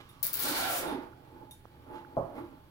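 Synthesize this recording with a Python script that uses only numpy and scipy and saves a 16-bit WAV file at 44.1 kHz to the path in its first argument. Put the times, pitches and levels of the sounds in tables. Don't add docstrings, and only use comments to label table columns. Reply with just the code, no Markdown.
import sys
import numpy as np
from scipy import signal
from scipy.fft import rfft, irfft
from scipy.io import wavfile
from scipy.ndimage import uniform_filter1d

SR = 44100
rng = np.random.default_rng(int(sys.argv[2]) if len(sys.argv) > 2 else 0)


def put_to_file(sound):
    columns = np.atleast_2d(sound).T
    safe = np.clip(columns, -1, 1)
    whole_steps = np.round(safe * 32767)
    wavfile.write(sys.argv[1], SR, whole_steps.astype(np.int16))


N = 119070
T = np.arange(N) / SR

# (frequency [Hz], density [dB])
TICK_SPECTRUM = [(200, -24), (1500, -17), (3000, -7), (4800, -5.5), (7000, -5), (8500, -3.5), (10300, -0.5),
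                 (12000, -3.5), (14000, 2), (15650, 4), (16300, -54)]


def zip_run():
    # (time [s], tooth rate [1/s], snap level [dB], buzz level [dB])
    pull = [(.41, 220, -32.5, -53.5), (.45, 268, -38.5, -46.5), (.5, 301, -36.5, -42),
            (.545, 330, -44.5, -45.5), (.575, 763, -34, -38.5), (.625, 700, -42, -39),
            (.66, 824, -43, -37.5), (.7, 645, -38.5, -39.5), (.735, 575, -37, -41.5), (.775, 530, -34, -46),
            (.81, 440, -45.5, -44), (.845, 353, -60, -45), (.9, 299, -60, -44), (.96, 150, -84, -54.5),
            (1.06, 64, -72, -63.5)]
    # (frequency [Hz], density [dB])
    buzz_spectrum = [(100, -43), (200, -18), (290, -0.5), (350, 1), (420, -17.5), (500, 1), (620, -2),
                     (850, -3.5), (960, -6), (1400, -3), (2000, -8.5), (3000, -13), (5000, -19.5),
                     (8000, -42), (16000, -46)]
    rate_jitter, tooth_spread_db = .08, 3
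    wobble = unit(uniform_filter1d(rng.standard_normal(N), size=110))
    rate_hz = curve(pull) * np.exp(rate_jitter * wobble)
    pulling = (T > pull[0][0]) * (T < pull[-1][0])
    teeth = np.diff(np.floor(np.cumsum(rate_hz * pulling) / SR), prepend=0)
    hits = teeth * np.sqrt(SR / rate_hz) * amp(tooth_spread_db * rng.standard_normal(N))
    snap = colour(cracks(hits * amp(curve(pull, column=2)), spread_s=0.000933), TICK_SPECTRUM)
    buzz = colour(hits * amp(curve(pull, column=3)), buzz_spectrum)
    return (amp(-0.5) * room(snap, wet_db=9.5, direct_pan_db=15.5, wet_pan_db=-1.5)
            + room(buzz, wet_db=5, direct_pan_db=4.5, wet_pan_db=-4))


def first_teeth():
    # (time [s], level [dB])
    teeth = [(0.2287, -5.5), (0.2307, 0), (0.2306, -2), (0.232, -5), (0.2339, -2), (0.238, -9),
             (0.2381, -6), (0.2452, -4), (.2522, -5), (.2685, 0), (0.3322, -3.5), (0.335, -5.5),
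             (0.3419, -1), (0.3548, -5), (0.3714, -6), (0.3914, -10), (0.3948, -4.5), (0.4019, -4),
             (.4052, -7), (.4098, -9)]
    # (frequency [Hz], density [dB])
    beam_spectrum = [(200, -47), (3000, -20), (4800, -13.5), (8500, -12), (10500, -3.5), (12500, -4.5),
                     (14000, 3.5), (15400, 5), (16500, -10)]
    diffuse_spectrum = [(200, -19.5), (1500, -18.5), (3000, -15.5), (4800, -10.5), (6500, -13.5),
                        (8500, -12.5), (10300, -4), (12000, -6.5), (15200, 4.5), (16500, -2)]
    crack_s = .0018
    hits = np.zeros(N)
    for time_s, db in teeth:
        add(hits, time_s - crack_s / 2, amp([db]))
    snaps = cracks(hits, crack_s)
    beam = colour(snaps, beam_spectrum) * amp([[0], [-19]])
    diffuse = room(colour(snaps, diffuse_spectrum), wet_db=22, direct_pan_db=1, wet_pan_db=-3)
    return amp(-3) * (beam + diffuse)


def strap_rub():
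    # (time [s], level [dB], resonance [Hz])
    rubbing = [(.22, -63, 5000), (.24, -46, 4800), (.32, -46.5, 4700), (.38, -36.5, 4300),
               (.46, -32.5, 4100), (.55, -33.5, 4330), (.63, -30.5, 3600), (.68, -36, 2760),
               (.73, -39, 2500), (.81, -43.5, 2300), (.92, -70, 1660), (1.1, -65.5, 1470)]
    # (frequency [Hz], density [dB])
    rasp_spectrum = [(200, -11), (900, -3.5), (1400, 2.5), (2200, -0.5), (3500, -1), (4700, -2),
                     (6000, -12.5), (8000, -16.5), (16000, -10)]
    slips = friction(slips_per_s=4000, spread_db=4)
    resonance = resonate(slips, curve(rubbing, column=2), width_hz=890)
    rasp = colour(slips, rasp_spectrum) + amp(-6) * resonance
    return room(rasp * amp(curve(rubbing) - 8), wet_db=8, direct_pan_db=-11, wet_pan_db=1.5)


def strap_swoop():
    # (time [s], level [dB], frequency [Hz])
    swoop = [(.42, -72, 1120), (.51, -45, 974), (.57, -43.5, 820), (.62, -42.5, 700), (.69, -40.5, 697),
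             (.74, -47, 597), (.8, -41, 479.8), (.86, -46, 400), (.95, -73, 340)]
    hz, stage_width_hz = curve(swoop, column=2), 305
    slips = friction(slips_per_s=3000, spread_db=2.5)
    band = resonate(resonate(slips, hz, stage_width_hz), hz, stage_width_hz)
    return room(band * amp(curve(swoop)), wet_db=1, direct_pan_db=-2, wet_pan_db=-2.5)


def pipe_jerks():
    # (time [s], level [dB])
    jerks = [(0.9199, -26), (0.945, -34), (.983, -34.5), (1.01, -44)]
    knock_hz, rise_s = 275, 0.007
    knock = (T / rise_s * np.exp(1 - T / rise_s)) ** 2 * np.sin(2 * np.pi * knock_hz * T)
    out = np.zeros(N)
    for time_s, db in jerks:
        add(out, time_s, amp(db) * knock)
    return out * pan(-4.5)


def table_thump():
    # (frequency [Hz], level [dB], t60 [s])
    modes = [(120.4, -1, 0.32), (162.5, -5, 0.38), (237, 1, 0.13), (340, -18.5, 0.11), (460, -11, 0.18),
             (532, -2.5, 0.34), (618, 7, 0.12), (834, 2, 0.11), (872, -0.5, 0.098), (1009, -12, 0.2),
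             (1160, -25, 0.22)]
    # (frequency [Hz], density [dB])
    thud_spectrum = [(40, -12), (120, -10), (260, -10), (600, 3), (930, -4), (1120, -7.5), (1400, -22),
                     (2500, -48), (16000, -49)]
    onset_s, attack_s, shudder_s, push_s = 2.1688, 0.004, 0.022, .0001
    ring = sum(amp(db - 60 * T / t60_s) * np.sin(2 * np.pi * hz * T) * (-1) ** k
               for k, (hz, db, t60_s) in enumerate(modes))
    shudder = colour(rng.standard_normal(N) * np.exp(-T / shudder_s), thud_spectrum)
    push = colour(np.exp(-T / push_s), thud_spectrum)
    top, blow = np.zeros(N), np.zeros(N)
    add(top, onset_s, amp(-34) * ring * (1 - np.exp(-T / attack_s)))
    add(blow, onset_s, amp(-30.5) * shudder - amp(-16) * push)
    return top * pan(-0.5) + room(blow, wet_db=-1, direct_pan_db=6, wet_pan_db=-5.5)


def pipe_scrape():
    # (time [s], level [dB])
    scrape = [(0, -48), (.06, -67.5), (.37, -59), (.43, -55), (.455, -41), (.515, -43), (.72, -53),
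              (.8, -48.5), (.87, -35.5), (.935, -38), (.99, -47.5), (1.05, -49), (1.18, -61.5),
              (1.33, -57.5), (1.44, -55), (1.58, -73), (1.68, -67), (1.76, -60.5), (1.82, -61),
              (1.935, -44.5), (2.06, -56.5), (2.13, -54), (2.33, -50.5), (2.385, -41.5), (2.48, -52.5),
              (2.7, -66.5)]
    # (frequency [Hz], width [Hz], level [dB])
    modes = [(236.6, 27, -13.5), (282.6, 32, -1.5), (309.7, 21, -5), (345.6, 12.6, -3), (489.7, 33, -10.5),
             (612, 15.5, -12.5), (847, 13, -3), (970, 78, -14.5), (1117, 62, -13.5), (1470, 170, -20),
             (2100, 140, -28.5)]
    # (frequency [Hz], density [dB])
    grit_spectrum = [(60, -22), (190, -5), (270, 0.5), (350, -1), (420, -11.5), (500, 3.5), (720, -5),
                     (1000, -0.5), (1500, -9), (2500, -16.5), (4000, -26), (7000, -35.5), (11000, -25),
                     (16000, -29)]
    slips = friction(slips_per_s=3000, spread_db=1.5)
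    ring = np.zeros(N)
    for k, (hz, width_hz, db) in enumerate(modes):
        decay = amp(db) * np.sqrt(width_hz) * np.exp(-np.pi * width_hz * T)
        ring += decay * np.sin(2 * np.pi * hz * T) * (-1) ** k
    hollow = unit(signal.fftconvolve(slips, ring)[:N])
    grit = amp(-9.5) * colour(friction(slips_per_s=2700, spread_db=4), grit_spectrum)
    return room(hollow + grit, wet_db=1, direct_pan_db=-6, wet_pan_db=1) * amp(curve(scrape))


def light_rubs():
    # (centre [s], sigma [s], level [dB], resonance [Hz], width [Hz], relative hiss [dB])
    swells = [(.008, 0.01, -59, 1130, 150, 6), (0.115, .081, -68, 1130, 150, 2.5),
              (0.531, 0.049, -44, 281, 45, -25), (0.898, 0.029, -55, 3570, 181, -9),
              (0.903, 0.021, -41, 850, 30.3, -27), (0.892, 0.043, -41, 317, 91, -25),
              (1.385, 0.072, -61, 864, 25.4, -17), (1.95, .04, -52, 860, 25.3, -17),
              (1.967, .018, -60.5, 1350, 250, 4), (2.378, .011, -63, 2150, 150, 0),
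              (2.39, 0.04, -48, 279, 49.7, -21)]
    # (frequency [Hz], density [dB])
    hiss_spectrum = [(200, 0), (1100, -2.5), (2200, -0.5), (3400, -1), (6000, -17), (10000, -22),
                     (16000, -23)]
    out = np.zeros(N)
    for centre_s, sigma_s, db, hz, width_hz, hiss_db in swells:
        slips = friction(slips_per_s=1700, spread_db=0.5)
        band = resonate(resonate(slips, hz, 2 * width_hz), hz, 2 * width_hz)
        hiss = amp(hiss_db) * colour(slips, hiss_spectrum)
        out += amp(db) * gaussian(centre_s, sigma_s) * (hiss + band)
    return room(out, wet_db=-1, direct_pan_db=-6, wet_pan_db=-4.5)


def pipe_pings():
    # (time [s], ring level [dB], tick level [dB])
    pings = [(.091, -62, -54.5), (.876, -53.5, -64), (.915, -59, -64), (1.5103, -54, -47.5)]
    # (frequency [Hz], level [dB], t60 [s])
    modes = [(3664, 2.5, 0.14), (3660, -16, .12), (5840, -10, .09), (8100, -25, .15), (9114, -4, 0.17),
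             (10050, 3, 0.19), (10280, 1, 0.12), (10770, -3, 0.092), (11960, -6, .13), (12830, -5, .1),
             (14230, -11, .09), (14980, -5, 0.089)]
    tick_decay_s = 0.0028
    ring = sum(amp(db - 60 * T / t60_s) * np.sin(2 * np.pi * hz * T) for hz, db, t60_s in modes)
    rings, ticks = np.zeros(N), np.zeros(N)
    for time_s, ring_db, tick_db in pings:
        tick = colour(rng.standard_normal(N) * np.exp(-T / tick_decay_s), TICK_SPECTRUM)
        add(rings, time_s, amp(ring_db) * ring)
        add(ticks, time_s, amp(tick_db) * tick)
    return (amp(1) * room(rings, wet_db=-7, direct_pan_db=-3.5, wet_pan_db=-5)
            + room(ticks, wet_db=9, direct_pan_db=14, wet_pan_db=-3))


def finger_taps():
    # (time [s], level [dB], frequency [Hz], sigma [s], L-R [dB])
    taps = [(1.134, -50.5, 1433, 0.00096, -7), (1.655, -38.5, 690, 0.00028, -10.5),
            (2.0495, -48.5, 1480, 0.00093, -15)]
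    return sum(pan(pan_db) * amp(db) * gaussian(time_s, sigma_s) * np.cos(2 * np.pi * hz * (T - time_s))
               for time_s, db, hz, sigma_s, pan_db in taps)


def room_tone():
    # (frequency [Hz], density [dB])
    noise_spectrum = [(12, -30), (20, -3), (38, -2.5), (138, 4), (216, -9), (337, -8.5), (459, -16.5),
                      (738, -19.5), (849, -17), (1610, -37.5), (3340, -25), (3900, -39), (6180, -44),
                      (12400, -31.5), (16000, -32)]
    # (frequency [Hz], level [dB])
    tones = [(80.7, -68), (119, -68)]
    noise = cohere(np.array([colour(white, noise_spectrum) for white in rng.standard_normal((2, N))]))
    hum = sum(amp(db) * np.sqrt(2) * np.sin(2 * np.pi * (hz * T + rng.random())) for hz, db in tones)
    return (amp(-58.5) * noise + hum) * pan(-1.4)


def room(x, wet_db, direct_pan_db, wet_pan_db, size=24000):
    # (frequency [Hz], t60 [s])
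    decay = [(100, 0.83), (300, 0.5), (1000, 0.46), (4000, 0.28), (10000, 0.29), (16000, 0.15)]
    hz, time_s, bins = signal.stft(rng.standard_normal((2, size)), SR, nperseg=256)
    bins = bins * amp(-60 * time_s / at_hz(decay, hz)[:, None])
    tail = cohere(signal.istft(bins, SR, nperseg=256)[1])
    tail *= np.clip((T[:tail.shape[1]] - .001) / 0.0012, 0, 1)
    wet = signal.fftconvolve(x[None], tail / np.linalg.norm(tail[0]), axes=1)[:, :N]
    return (x * pan(direct_pan_db) + amp(wet_db) * wet * pan(wet_pan_db)) / np.hypot(1, amp(wet_db))


def cohere(x):
    # (frequency [Hz], correlation [0..1])
    likeness = [(50, 0.85), (150, 0.94), (300, 0.94), (600, 0.4), (1200, 0.31), (16000, 0)]
    left, right = rfft(x)
    shared = np.clip(at_hz(likeness, np.fft.rfftfreq(x.shape[1], 1 / SR)), -1, 1)
    return irfft(np.array([left, shared * left + np.sqrt(1 - shared ** 2) * right]), x.shape[1])


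def cracks(hits, spread_s, size=256):
    out, onsets, bands = np.zeros(N), np.flatnonzero(hits), 24
    band_of_bin = np.linspace(0, bands - 1, size // 2 + 1)
    for i, scatter in zip(onsets, rng.random((len(onsets), bands))):
        delay_s = spread_s * np.interp(band_of_bin, np.arange(bands), scatter)
        add(out, i / SR, hits[i] * irfft(np.exp(-2j * np.pi * np.cumsum(delay_s) * SR / size)))
    return out


def friction(slips_per_s, spread_db):
    slips = rng.standard_normal(N) * (rng.random(N) < slips_per_s / SR)
    return unit(slips * amp(spread_db * np.minimum(rng.exponential(1, N), 4)))


def resonate(x, hz, width_hz):
    carrier = np.exp(2j * np.pi * np.cumsum(hz * np.ones(N)) / SR)
    pole = np.exp(-np.pi * width_hz / SR)
    return unit((carrier * signal.lfilter([1 - pole], [1, -pole], x / carrier)).real)


def colour(x, spectrum, size=2048):
    log_gain = np.log(amp(at_hz(spectrum, abs(np.fft.fftfreq(size, 1 / SR)))))
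    impulse = np.fft.ifft(np.exp(np.conj(signal.hilbert(log_gain)))).real
    return signal.fftconvolve(x, impulse / np.linalg.norm(impulse))[:len(x)]


def at_hz(table, hz):
    table_hz, values = np.transpose(table)
    return np.interp(np.log(hz + 1), np.log(table_hz + 1), values)


def curve(rows, column=1):
    rows = np.array(rows)
    return np.interp(T, rows[:, 0], rows[:, column])


def gaussian(centre_s, sigma_s):
    return np.exp(-((T - centre_s) / sigma_s) ** 2 / 2)


def add(mix, time_s, sound):
    part = mix[..., round(time_s * SR):][..., :sound.shape[-1]]
    part += sound[..., :part.shape[-1]]


def pan(db):
    return amp([[db / 2], [-db / 2]])


def amp(db):
    return 10 ** (np.asarray(db) / 20)


def unit(x):
    return x / np.sqrt(np.mean(x ** 2) + 1e-20)


def scene():
    tie = first_teeth() + zip_run() + strap_rub() + strap_swoop()
    handling = pipe_jerks() + pipe_scrape() + light_rubs() + pipe_pings() + finger_taps()
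    return tie + handling + table_thump() + room_tone()


def record(dry):
    # (frequency [Hz], L-R [dB])
    imbalance = [(60, -1), (130, -1), (300, -2.5), (600, 0), (1200, -6), (2400, 0.5), (4500, -3), (9000, 0),
                 (15000, 5)]
    left_lead_s, cutoff_hz = 0.00017, 16300
    hz = np.fft.rfftfreq(N, 1 / SR)
    side = amp(at_hz(imbalance, hz) / 2)
    response = np.array([side * np.exp(2j * np.pi * hz * left_lead_s), 1 / side])
    heard = irfft(rfft(dry) * response, N)
    lowpass = signal.firwin(201, cutoff_hz, window=("kaiser", 9), fs=SR)
    return signal.oaconvolve(heard, lowpass[None], "same")


dry = scene()
out = record(dry)
put_to_file(out)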